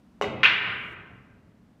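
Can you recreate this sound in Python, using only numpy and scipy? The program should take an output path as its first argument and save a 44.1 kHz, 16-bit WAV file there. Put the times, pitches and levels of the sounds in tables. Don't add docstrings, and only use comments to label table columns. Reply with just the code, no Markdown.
import sys
import numpy as np
from scipy import signal
from scipy.fft import rfft, irfft
from scipy.io import wavfile
from scipy.ndimage import uniform_filter1d, minimum_filter1d

SR = 44100
rng = np.random.default_rng(int(sys.argv[2]) if len(sys.argv) > 2 else 0)


def linear_from_db(decibels):
    return 10 ** (np.asarray(decibels, float) / 20)


def transcribe(u):
    v = np.clip(np.atleast_2d(u).T, -1, 1)
    q = np.round(v * 32767).astype(np.int16)
    wavfile.write(sys.argv[1], SR, q)


N = 79380
TIME = np.arange(N) / SR
PEAK = 256

# start_s, level_db, rise_s, t60_s
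SPRAY_EVENTS = [
    (.2118, -50, .004, .33),
    (.4315, -46, .003, .35),
]


def rack():
    # start_s,
    # level_db
    clacks = [(.4326, 2.5), (.4347, -8.5), (.4365, -4), (.4393, -8.5), (.4414, -16), (.4428, -9.5),
              (.4453, -15.5), (.4465, -17), (.4516, -12.5), (.4537, -18), (.455, -10), (.4581, -10.5),
              (.4593, -6), (.4607, -2), (.4625, -8), (.4669, -14), (.472, -9.5), (.474, -5), (.479, -17.5),
              (.4085, -35),
        (.4905, -13),
        (.4965, -13),
        (.499, -12),
        (.5115, -16),
        (.535, -17),
        (.548, -18),
        (.569, -19),
    ]
    # pitch_hz, level_db
    ball_colour = [(300, -38), (900, -18.5), (1300, -7.5), (2000, -4), (2750, -3), (3600, -15),
                   (5000, -31.5), (12000, -76.5)]
    # pitch_hz, level_db, t60_s
    bed_modes = [(121, -47.5, 0.2), (191.2, -53, .4), (344.2, -46.5, 0.36), (410.5, -50, 0.28)]
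    # start_s, pitch_hz, level_db, length_s
    packed_runs = [
        (.4553, 2600, -4, .0012),
        (.4592, 3100, -11.5, .0012),
        (.4462, 2700, -11, 0.00066),
    ]
    # pitch_hz, level_db
    spray_colour = [(3000, -21), (4500, -3), (6200, 7.5), (8000, -16), (11000, -11.5), (14500, -10.5),
                    (15800, -3.5)]
    hits = clicks(clacks)
    direct = -strike(hits, ball_colour) + ring(hits, bed_modes)
    far = linear_from_db(4) * hall(direct)
    return direct + bursts(packed_runs) + far + spray(SPRAY_EVENTS[1], spray_colour)


def cue():
    # start_s, level_db
    tip_hits = [
        (.2135, -12),
        (.2228, -22),
        (.2438, -24),
    ]
    # pitch_hz, level_db
    thump_colour = [(50, -47), (110, 0), (400, 2), (800, -1.5), (1500, -8), (2600, -7.5), (4500, -39),
                    (16000, -70)]
    # pitch_hz, level_db
    knock_colour = [(50, -40), (200, -13), (450, -1), (800, 0), (1500, -9), (2400, -18), (4000, -32),
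                    (16000, -62)]
    # pitch_hz, level_db, t60_s
    shaft_modes = [(380, -2, .06), (1066, -3, 0.079), (1237, -10.5, .04), (2000, -2.5, 0.099),
                   (2126, -12, 0.047), (2570, -7, 0.096), (2860, 0.5, 0.03), (3200, -14, .05),
                   (3650, -6, 0.037), (4522, -23, .02), (5890, -21.5, .015)]
    # pitch_hz, level_db, t60_s
    butt_modes = [(405.3, -18.5, .25), (997, -25, 0.031), (5890, -43, 0.18)]
    # pitch_hz, level_db, t60_s
    stance_modes = [(91, -42, .15), (120, -53, .3), (185, -58.5, .1), (300, -52, .1)]
    # start_s, pitch_hz, level_db, length_s
    whip_glances = [
        (.2243, 2900, -30, .0014),
        (.2295, 1050, -29, .0016),
        (.2435, 2050, -31, .0012),
    ]
    # pitch_hz, level_db
    spray_colour = [(2000, -24.5), (4000, 0), (7000, -2.5), (10000, -20), (16000, -20.5)]
    shaft_db, shaft_near_db, shaft_lag_s = -22.5, -6, .009
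    null_hz, null_q = 1745, 8
    hits = clicks(tip_hits)
    first_hit = clicks(tip_hits[:1])
    thump = -strike(hits, thump_colour)
    shaft = linear_from_db(shaft_db) * ring(first_hit, shaft_modes)
    far = hall(thump + shaft + ring(hits, stance_modes))
    far = signal.lfilter(*signal.iirnotch(null_hz, null_q, SR), far)
    near = linear_from_db(shaft_near_db) * np.roll(shaft, int(shaft_lag_s * SR))
    near = near - strike(hits, knock_colour) + ring(first_hit, butt_modes)
    return near + bursts(whip_glances) + linear_from_db(4.5) * far + spray(SPRAY_EVENTS[0], spray_colour)


def cushions():
    # start_s, level_db
    cushion_hits = [
        (.675, -40),
        (1.105, -50),
    ]
    # pitch_hz, level_db, t60_s
    rail_modes = [(119.3, -7.5, 0.37), (182.6, -1, 0.23), (224.4, -4, .15), (705, -3, 0.1)]
    soft = np.hanning(45)
    contacts = convolve(clicks(cushion_hits), soft / soft.sum())
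    thuds = ring(contacts, rail_modes)
    return signal.sosfilt(signal.butter(2, 90, "high", fs=SR, output="sos"), thuds)


def clicks(rows):
    out = np.zeros(N)
    for start_s, level_db in rows:
        out[int(start_s * SR)] += linear_from_db(level_db)
    return out


def strike(hits, colour):
    return convolve(np.roll(hits, -PEAK), pulse(colour))


def pulse(colour, size=4096):
    phase_share = .35
    hz = np.maximum(np.arange(size // 2 + 1), 1) * SR / size
    log_gain = np.log(linear_from_db(at_hz(colour, hz)))
    cepstrum = irfft(log_gain, size)
    cepstrum[size // 2 + 1:] = 0
    phase = 2 * phase_share * rfft(cepstrum).imag
    shape = irfft(np.exp(log_gain + 1j * phase), size)
    shape = np.roll(shape, PEAK - np.argmax(np.abs(shape)))
    shape[:PEAK] *= np.hanning(2 * PEAK)[:PEAK]
    return shape[:size // 2] / np.abs(shape).max()


def ring(force, modes):
    out = 0
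    for pitch_hz, level_db, t60_s in modes:
        radius = linear_from_db(-60 / (t60_s * SR))
        angle = 2 * np.pi * pitch_hz / SR
        poles = [1, -2 * radius * np.cos(angle), radius * radius]
        out = out + linear_from_db(level_db) * signal.lfilter([0, np.sin(angle)], poles, force + 1e-18)
    return out


def bursts(rows):
    out = 0
    for start_s, pitch_hz, level_db, length_s in rows:
        age = TIME - start_s
        swell = np.exp(-.5 * (age / length_s) ** 2)
        out = out + linear_from_db(level_db) * swell * np.sin(2 * np.pi * pitch_hz * age)
    return out


def spray(event, colour):
    start_s, level_db, rise_s, t60_s = event
    age = np.maximum(TIME - start_s, 0)
    noise = coloured_noise([(10, -92)] + colour)
    dull = signal.sosfilt(signal.butter(2, 7000, fs=SR, output="sos"), noise)
    bright = noise - dull
    fading = dull * linear_from_db(-60 * age / t60_s) + bright * linear_from_db(-60 * age / (0.65 * t60_s))
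    return linear_from_db(level_db) * (1 - np.exp(-age / rise_s)) * fading


def hall(x):
    # pitch_hz, t60_s
    hall_decay = [(60, 4.7), (250, 2.4), (600, 1.49), (1400, 1.134), (2500, 0.94), (3600, 0.78),
                  (5500, 0.59), (16000, .25)]
    build_s, patchy_db = 0.0055, 1
    early_db, early_s = 3, .04
    white = rng.standard_normal((2, N))
    edges = 40 * 2 ** np.arange(0, 9, 1 / 3)
    answer = 0
    for k, (low, high) in enumerate(zip(edges, edges[1:])):
        bandpass = signal.butter(2, [low, high], "band", fs=SR, output="sos")
        band = signal.sosfilt(bandpass, white[k % 2])
        patches = np.interp(TIME, np.arange(60) / 30, rng.standard_normal(60))
        t60_s = at_hz(hall_decay, np.sqrt(low * high))
        answer = answer + band * linear_from_db(-60 * TIME / t60_s + patchy_db * patches)
    early_lift = linear_from_db(early_db * np.exp(-TIME / early_s))
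    build_up = 1 - np.exp(-TIME / build_s)
    return convolve(x, answer * early_lift * build_up / np.sqrt(.1 * SR))


def air():
    # pitch_hz, level_db per Hz
    air_colour = [(15, -45), (25, -17), (59, 0), (141, -16.5), (180, 1), (309, -14), (624, -16),
                  (1040, -21), (16000, -49)]
    air_db, hum_db, hum_hz, hum_width_hz = -64, -63.5, 219, 88
    hum_shape = 1 / (1 + ((spectrum_hz() - hum_hz) / hum_width_hz) ** 4)
    hum = irfft(rfft(rng.standard_normal(N)) * hum_shape, N)
    return linear_from_db(air_db) * coloured_noise(air_colour) + linear_from_db(hum_db) * rms_one(hum)


def coloured_noise(colour):
    return rms_one(irfft(rfft(rng.standard_normal(N)) * linear_from_db(at_hz(colour, spectrum_hz())), N))


def spectrum_hz():
    return np.maximum(np.arange(N // 2 + 1) * SR / N, 10)


def rms_one(x):
    return x / np.sqrt(np.mean(x ** 2) + 1e-20)


def at_hz(points, hz):
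    table_hz, value = np.transpose(points)
    return np.interp(np.log(hz), np.log(table_hz), value)


def convolve(x, h):
    return signal.fftconvolve(x, h)[:N]


def scene():
    return (rack() + cue() + cushions() + air())[None]


def roll_off(x):
    return signal.sosfilt(signal.butter(12, 16430, fs=SR, output="sos"), x)


def record(dry):
    # start_s, level_db
    limiter_gain = [
        (.43, 4),
        (.47, -0.5),
        (.6, -3),
        (.7, 2),
        (.94, 2.5),
    ]
    # start_s, end_s
    step_span = (.44, .938)
    hiss_db, hiss_grows_db = -70, 8.5
    ceiling, smooth_s = .7, .003
    start_s, level_db = np.transpose(limiter_gain)
    limited = dry * linear_from_db(np.interp(TIME, start_s, level_db))

    hiss_band = signal.butter(1, [3000, 11000], "band", fs=SR, output="sos")
    hiss = signal.sosfilt(hiss_band, rng.standard_normal(N))
    hiss_gain = linear_from_db(hiss_db + hiss_grows_db * (TIME - step_span[1]) * 2)
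    stepping = (TIME > step_span[0]) * (TIME < step_span[1])
    x = limited + hiss_gain * hiss * stepping

    span = int(smooth_s * SR)
    room = minimum_filter1d(ceiling / np.maximum(np.abs(x), ceiling), span)
    x = x * uniform_filter1d(uniform_filter1d(room, span // 2), span // 2)
    x = signal.sosfilt(signal.cheby2(12, 60, 16400, fs=SR, output="sos"), x)
    return roll_off(x)


dry = scene()
out = record(dry)
transcribe(out)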